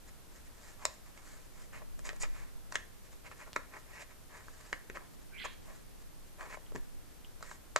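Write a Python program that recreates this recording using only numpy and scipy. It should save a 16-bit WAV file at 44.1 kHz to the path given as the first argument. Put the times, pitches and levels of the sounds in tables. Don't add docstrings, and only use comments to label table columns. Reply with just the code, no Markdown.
import sys
import numpy as np
from scipy import signal
from scipy.fft import rfft, irfft, next_fast_len
from scipy.io import wavfile
from scipy.ndimage import uniform_filter1d

SR = 44100
rng = np.random.default_rng(int(sys.argv[2]) if len(sys.argv) > 2 else 0)


def output_pcm(signal):
    pcm = np.clip(np.atleast_2d(signal).T, -1, 1) * 32767
    wavfile.write(sys.argv[1], SR, np.round(pcm).astype(np.int16))


N = 343539
RING_SAMPLES = 8192
RING_HZ = np.fft.rfftfreq(RING_SAMPLES, 1 / SR)
SIDES = np.array([[.5], [-.5]])
BLOW_GAIN_DB = 25


def from_db(db):
    return 10 ** (np.asarray(db) / 20)


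def unit_energy(x):
    return x / np.sqrt(np.sum(x ** 2, axis=-1, keepdims=True) + 1e-20)


def at_hz(points, hz):
    known_hz, values = np.transpose(points)
    return np.interp(np.log(np.maximum(hz, 1)), np.log(known_hz), values)


def coloured(x, spectrum):
    size = x.shape[-1]
    gain = from_db(at_hz(spectrum, np.fft.rfftfreq(size, 1 / SR)))
    return irfft(rfft(x) * gain, size)


def minimum_phase(gain):
    cepstrum = irfft(np.log(gain + 1e-12))
    cepstrum[1:RING_SAMPLES // 2] *= 2
    cepstrum[RING_SAMPLES // 2 + 1:] = 0
    return np.exp(rfft(cepstrum))


# frequency in Hz, relative level in dB.
ROOM_TONE = [(8.8, -13), (15, 8), (32, 0.5), (150, -12), (364, -16), (444, -17), (642, -19), (854, -20.5),
             (1170, -21.5), (1600, -23), (1890, -24.5), (3070, -27), (3440, -27), (4580, -28), (13500, -29)]
# frequency in Hz, side level against mid in dB.
ROOM_TONE_WIDTH = [(25, 3), (45, -3), (70, -2.5), (120, -1), (200, 1.5), (300, 1), (700, -1), (1300, -3),
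                   (4400, -2), (8000, -.5), (13000, 0)]


def room_tone(level_db=-56.5, top_hz=13900):
    mid, side = coloured(rng.standard_normal((2, next_fast_len(N))), ROOM_TONE)
    stereo = (mid + coloured(side, ROOM_TONE_WIDTH) * [[1], [-1]]) / mid.std()
    lowpass = signal.ellip(10, .1, 70, top_hz, fs=SR, output="sos")
    return from_db(level_db) * signal.sosfilt(lowpass, stereo)[:, :N]


# time in seconds, deep layer in dB, low layer in dB.
RUMBLE_SWELLS = [(0, -57, -72), (1.45, -60, -70), (1.6, -58, -60), (2.05, -40, -54), (2.15, -44, -56),
                 (2.24, -31, -53), (2.36, -45, -61), (2.55, -45, -63), (2.75, -55, -66), (3.4, -59, -63),
                 (3.8, -68, -76), (4.8, -70, -72), (5.0, -58, -60), (5.7, -58, -54.5), (6.2, -62, -64),
                 (6.62, -55, -66), (6.77, -43, -53), (7.2, -55, -66), (7.79, -54, -66)]
# frequency in Hz, relative level in dB.
DEEP_SPECTRUM = [(8, -14), (16, 2), (30, -3), (55, -15), (100, -30), (300, -54)]
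LOW_SPECTRUM = [(20, -8), (60, 2), (120, -4), (200, -2.5), (350, -9), (600, -17), (1500, -40)]


def rumble():
    times, *levels_db = np.transpose(RUMBLE_SWELLS)
    out = np.zeros(N)
    for spectrum, level_db in zip((DEEP_SPECTRUM, LOW_SPECTRUM), levels_db):
        noise = coloured(rng.standard_normal(next_fast_len(N)), spectrum)[:N]
        swell = from_db(np.interp(np.arange(N) / SR, times, level_db))
        out += noise / noise.std() * swell
    return signal.sosfilt(signal.butter(2, 1500, fs=SR, output="sos"), out) * [[1], [-1]]


# frequency in Hz, width in Hz, relative level in dB.
WING_MODES = [(372, 117, -11), (537, 114, -11), (598, 120, -6.5), (1044, 310, -2), (1090, 150, -11.5),
              (1288, 110, -7), (1544, 120, -6.5), (1730, 205, -2), (1915, 88, -6.5), (2193, 110, -7),
              (2480, 350, -7), (3130, 280, -12), (3900, 630, -7), (4550, 270, -10), (5230, 890, -4.5),
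              (6720, 1540, 0.5), (7180, 270, -7), (7670, 910, -3.5), (11300, 1200, -11)]
# frequency in Hz, left over right in dB.
WING_BALANCE = [(200, 2), (400, 4.5), (680, 4.5), (1200, -0.5), (1850, 2), (2500, -6), (4400, -2),
                (7200, -1), (9000, 5.5)]
# frequency in Hz, phase lead of the left in radians.
WING_PHASE_LEAD = [(600, 0.64), (1300, -1), (1800, -0.7), (2200, -1.47), (3600, -1.1), (6700, -0.04),
                   (8200, 0.87), (10000, -2)]


def wing_ring(contact_db, spread_s, skirt=1.094):
    hz, width, db = np.transpose(WING_MODES)[:, :, None]
    off_centre = (RING_HZ ** 2 - hz ** 2) / ((RING_HZ + 1) * width)
    peaks = from_db(db) * unit_energy((1 + off_centre ** 2) ** (-skirt / 2))
    gain = np.sqrt(np.sum(peaks ** 2, axis=0) * len(RING_HZ)) * from_db(contact_db)
    delays = spread_s * rng.uniform(0, 2.4, size=48)
    delay = np.interp(RING_HZ, np.linspace(0, SR / 2, len(delays)), delays)
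    phase = SIDES * at_hz(WING_PHASE_LEAD, RING_HZ) - 2 * np.pi * np.cumsum(delay) * RING_HZ[1]
    balance = from_db(SIDES * at_hz(WING_BALANCE, RING_HZ))
    ring = irfft(minimum_phase(gain) * balance * np.exp(1j * phase))
    return ring[:, :RING_SAMPLES // 2]


def friction(strokes, catches_per_s=5000, spread_db=2.5, falter_db=1.5, gain_db=-0.5):
    out, t = np.zeros((2, N)), np.arange(N) / SR
    catches = (rng.random(N) < catches_per_s / SR) * rng.choice([-1, 1], N)
    falter = uniform_filter1d(rng.standard_normal(N), size=300)
    strength_db = spread_db * np.minimum(rng.exponential(1, N), 3)
    catches = catches * from_db(strength_db + falter_db * falter / falter.std())
    catches /= catches.std()
    for peak, rise, fall, contact_db in strokes:
        start, end = peak - max(rise, .004), peak + max(fall, .004)
        span = slice(max(int(start * SR), 0), int(end * SR))
        pressure = np.interp(t[span], [start, peak, end], [0, 1, 0]) ** 0.98
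        ring = wing_ring(contact_db, spread_s=0.000525)
        add(out, start, signal.fftconvolve(ring, (catches[span] * pressure)[None], axes=1))
    return from_db(gain_db) * out


def add(track, s, sound):
    start = max(int(s * SR), 0)
    part = sound[..., :max(N - start, 0)]
    track[:, start:start + part.shape[-1]] += part


# peak time, rise and fall in seconds, relative level in dB.
RUB_STROKES = [(0.09, 0.035, 0.013, -63.5), (0.37, 0.086, .046, -65.5), (0.68, 0.17, 0.11, -63),
               (1.28, 0.11, 0.23, -64), (1.63, 0.13, 0.042, -65.5), (2.4, 0.12, 0.082, -69),
               (4.64, 0.33, 0.2, -65.5), (5.75, 0.17, .11, -68.5)]
# frequency in Hz, relative level in dB.
RUB_SPECTRUM = [(300, -1.5), (900, -1.5), (1400, -1.5), (1850, -0.5), (2900, -3.5), (5200, -2),
                (6400, -1.5), (7700, -1), (10000, -1.5), (15000, -17)]


def rubs(shift_count=30, shift_s=0.053, shift_db=-69.5, spread_db=7):
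    shifts = [(when * N / SR, shift_s * lean, shift_s * (1 - lean), shift_db + spread_db * (2 * push - 1))
              for when, lean, push in rng.random((shift_count, 3))]
    colour_db = at_hz(RUB_SPECTRUM, RING_HZ)
    return friction([(s, rise, fall, db + colour_db) for s, rise, fall, db in RUB_STROKES + shifts])


def contact(force, brightness, spot_hz, spot_db, spot_octaves=0.68):
    tilt = brightness * np.log2(np.clip(RING_HZ, 480, 7200) / 1800)
    octaves_off = np.log2((RING_HZ + 1) / spot_hz)
    boost = spot_db * np.exp(-.5 * (octaves_off / spot_octaves) ** 2)
    return at_hz(force, RING_HZ) + tilt + boost


# peak time, rise and fall in seconds,
# relative level in dB, brightness in dB per octave, pitch the spot favours in Hz.
SCRAPE_STROKES = [(0.835, .059, 0.028, -60, 0.5, 1000), (1.07, 0.027, 0.059, -68, 2, 900),
                  (1.19, 0.077, 0.016, -67, 1.5, 1000), (1.745, 0.03, 0.072, -57, -1, 2200),
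                  (1.822, 0.022, 0.013, -61.5, -4.5, 800), (2.065, 0.027, 0.028, -51.5, 1, 7000),
                  (2.102, .021, 0.024, -55, -2, 2200), (2.163, 0.0088, 0.0083, -61.5, 1, 7000),
                  (2.224, 0.03, 0.013, -48, 4, 7600), (2.233, 0.013, 0.033, -47, -0.5, 3120),
                  (2.37, 0.081, 0.17, -64, 0, 2190), (2.745, 0.011, .014, -52.5, 1, 1000),
                  (3.265, 0.032, 0.025, -57, -0.5, 2210), (3.322, .022, .016, -60, -1, 2000),
                  (3.42, 0.045, 0.03, -57.5, 0, 1810), (3.478, 0.03, 0.026, -63.5, -2.5, 990),
                  (3.765, 0.066, 0.028, -57.5, -2, 1700), (3.955, .11, 0.064, -61.5, 0.5, 2200),
                  (4.015, .05, .032, -55, 1, 2400), (4.11, 0.025, 0.027, -66, 0, 2000),
                  (4.35, 0.065, 0.12, -62.5, -1, 1500), (4.963, 0.024, 0.017, -53, -1.5, 2500),
                  (5.01, 0.033, 0.073, -66.5, -2.5, 900), (5.454, 0.015, 0.016, -46, 0, 830),
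                  (5.71, 0.066, 0.03, -64, -2, 800), (6.416, 0.041, 0.091, -55, -1.5, 1090),
                  (6.542, 0.069, 0.016, -52, -0.5, 1985), (7.443, 0.015, 0.059, -64, -0.5, 1000),
                  (7.52, 0.12, 0.061, -63.5, 3.5, 980)]
# frequency in Hz, relative level in dB.
SCRAPE_SPECTRUM = [(300, 0.5), (950, 1.5), (1500, -2), (2400, 1), (3100, -5.5), (4500, -7.5), (7300, -5),
                   (12000, -11), (15000, -21)]


def scrapes():
    return friction([(s, rise, fall, db + contact(SCRAPE_SPECTRUM, brightness, spot_hz, spot_db=5))
                     for s, rise, fall, db, brightness, spot_hz in SCRAPE_STROKES])


# time in seconds, relative level in dB, brightness in dB
# per octave, pitch the spot favours in Hz, looseness of the part (1 is usual).
BAY_KNOCKS = [(0.853, -38.5, 4, 780, 0.83), (1.1761, -61.5, -1.5, 1740, 1.1), (1.732, -71, -5, 1500, 3),
              (1.992, -59, -4.5, 7200, 1), (2.071, -59, -4, 1870, 2), (2.091, -49, -2, 2600, 1.1),
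              (2.131, -60, -2, 700, 2.3), (2.7232, -52, 1.5, 1180, 1.8), (2.7553, -41, .3, 2210, 1.04),
              (3.314, -60, -4.5, 1420, 1.5), (3.5621, -39.5, -3.5, 1370, 1.87), (4.483, -64.5, -3, 1200, 2),
              (4.7286, -45, -3.5, 2150, 1.04), (4.899, -54, -4.5, 1980, 1.3), (4.9717, -56.5, -6, 1310, 2),
              (6.4092, -59.5, -3, 1830, 1.3), (6.5719, -62.5, -7, 990, 3.1), (6.7201, -63, -7, 397, 1.1),
              (6.7499, -63, -1.5, 600, 1.3), (6.755, -56.5, -1, 700, 0.82), (6.7598, -53, -2, 1000, 1),
              (7.408, -68, 0, 900, 2.4), (7.427, -54, 0, 1050, 3.4), (7.5144, -59.5, -4.5, 1400, 3.4),
              (7.7614, -34.5, -0.3, 950, 0.53)]
# frequency in Hz, relative level in dB.
KNOCK_SPECTRUM = [(200, -0.5), (500, 1), (1100, -2.5), (2000, -1), (4000, -0.5), (7500, -0.5),
                  (13000, -14.5)]


def knocks(slip_s=.01, slip_rise_s=0.0012, chatter_s=0.0024):
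    out, t = np.zeros((2, N)), np.arange(RING_SAMPLES) / SR - slip_s
    slip = 0.57 * unit_energy((t < 0) * np.exp(-np.abs(t) / slip_rise_s))
    chatter = 0.37 * unit_energy((t > 0) * np.exp(-np.abs(t) / chatter_s))
    for s, db, brightness, spot_hz, looseness in BAY_KNOCKS:
        force = looseness * (slip + chatter) * rng.standard_normal(len(t))
        force[int(slip_s * SR)] += 1
        contact_db = db + contact(KNOCK_SPECTRUM, brightness, spot_hz, spot_db=10.5)
        ring = wing_ring(contact_db, spread_s=0.000729)
        add(out, s - slip_s, signal.fftconvolve(ring, unit_energy(force)[None], axes=1))
    return from_db(BLOW_GAIN_DB) * out


# start in seconds, pitch in Hz, level in dB,
# time to the peak in seconds.
DRY_TICKS = [(3.5316, 4300, -27.5, 0.000048), (3.5385, 3700, -42, 0.000081), (6.664, 3050, -51.5, 0.00054),
             (7.247, 3050, -44.5, .0005)]


def ticks():
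    out, t = np.zeros((2, N)), np.arange(RING_SAMPLES) / SR
    for s, hz, db, peak_s in DRY_TICKS:
        envelope = t / peak_s * np.exp(1 - t / peak_s)
        add(out, s, from_db(db) * envelope * np.sin(2 * np.pi * hz * t))
    return out


# frequency in Hz, relative level in dB,
# seconds to fall 60 dB, left over right in dB.
SKIN_MODES = [(195, -13, .02, 5), (262, -9, .055, 4), (372, -3, .055, 2)]
# start in seconds, relative level in dB.
FINGER_THUMPS = [(3.5639, -48.5), (4.8981, -48.5), (6.721, -54), (6.7488, -43), (6.7534, -47),
                 (6.7601, -41), (7.7624, -54.5)]


def thumps(softness_hz=700):
    out, t = np.zeros((2, N)), np.arange(RING_SAMPLES) / SR
    ring = np.zeros((2, RING_SAMPLES))
    for hz, db, t60, pan_db in SKIN_MODES:
        mode = np.cos(2 * np.pi * hz * t) * from_db(-60 * t / t60)
        ring += from_db(db + SIDES * pan_db) * unit_energy(mode)
    thump = signal.sosfilt(signal.butter(2, softness_hz, fs=SR, output="sos"), ring)
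    for s, db in FINGER_THUMPS:
        add(out, s, from_db(db + BLOW_GAIN_DB) * thump)
    return out


# start and length in seconds,
# pitch in Hz, relative level in dB.
SQUEAK_NOTES = [(5.316, 0.029, 1550, -60.5), (5.33, 0.052, 2290, -54.5), (5.377, 0.029, 3180, -49),
                (5.383, 0.028, 2020, -53), (5.395, 0.0086, 4120, -52.5), (5.439, .04, 3450, -59)]


def far_squeak(waver=0.078, sag=0.046, pan_db=-5.0):
    out = np.zeros((2, N))
    for s, length, hz, db in SQUEAK_NOTES + rasp():
        progress = np.linspace(0, 1, int(length * SR))
        jitter = uniform_filter1d(rng.standard_normal(RING_SAMPLES), size=40)
        jitter = np.resize(jitter / jitter.std(), len(progress))
        pitch = hz * (1 + waver * jitter - sag * (progress - .5))
        envelope = 2 * np.sqrt(np.abs(np.sin(np.pi * progress)))
        add(out, s, from_db(db) * envelope * np.sin(2 * np.pi * np.cumsum(pitch) / SR))
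    return out * from_db(SIDES * pan_db)


def rasp(count=16, start_s=5.385, span_s=0.05, slip_s=.012, low_hz=1490, high_hz=4790):
    moments, scatter = rng.random((count, 2)).T
    heights = (np.arange(count) + scatter) / count
    pitches = low_hz * (high_hz / low_hz) ** heights
    levels_db = -52.5 - 10 * heights ** 2
    return [(start_s + span_s * when, slip_s, hz, db) for when, hz, db in zip(moments, pitches, levels_db)]


# frequency in Hz, gain in dB.
BENCH_ECHO = [(150, 9), (500, -9), (1200, -10), (2200, -8), (4500, -8.5), (7500, -12), (14000, -9)]
ROOM_ECHO = [(150, -14), (500, -10), (1200, -13), (2200, -13), (4000, -11.5), (7500, -19), (14000, -26)]


def reflections(x, spectrum, t60, first_s, shared):
    t = np.arange(SR * 2 // 3) / SR
    noise = rng.standard_normal((3, len(t)))
    echoes = coloured(np.sqrt(1 - shared) * noise[:2] + np.sqrt(shared) * noise[2], spectrum)
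    envelope = np.clip(t / first_s - 1, 0, 1) * from_db(-60 * t / t60)
    return signal.fftconvolve(x, echoes * unit_energy(envelope), axes=1)[:, :N]


def scene(squeak_direct_db=-4.5, squeak_room_db=11.5):
    hands = knocks() + rubs() + scrapes() + ticks() + thumps()
    squeak = far_squeak()
    bench = reflections(hands, BENCH_ECHO, t60=0.059, first_s=0.0026, shared=0.27)
    into_room = hands + from_db(squeak_room_db) * squeak
    room = reflections(into_room, ROOM_ECHO, t60=0.36, first_s=0.0067, shared=0.58)
    return hands + from_db(squeak_direct_db) * squeak + bench + room + room_tone() + rumble()


def record(dry, cutoff_hz=16400):
    return signal.sosfilt(signal.ellip(10, .1, 80, cutoff_hz, fs=SR, output="sos"), dry)


dry = scene()
out = record(dry)
output_pcm(out)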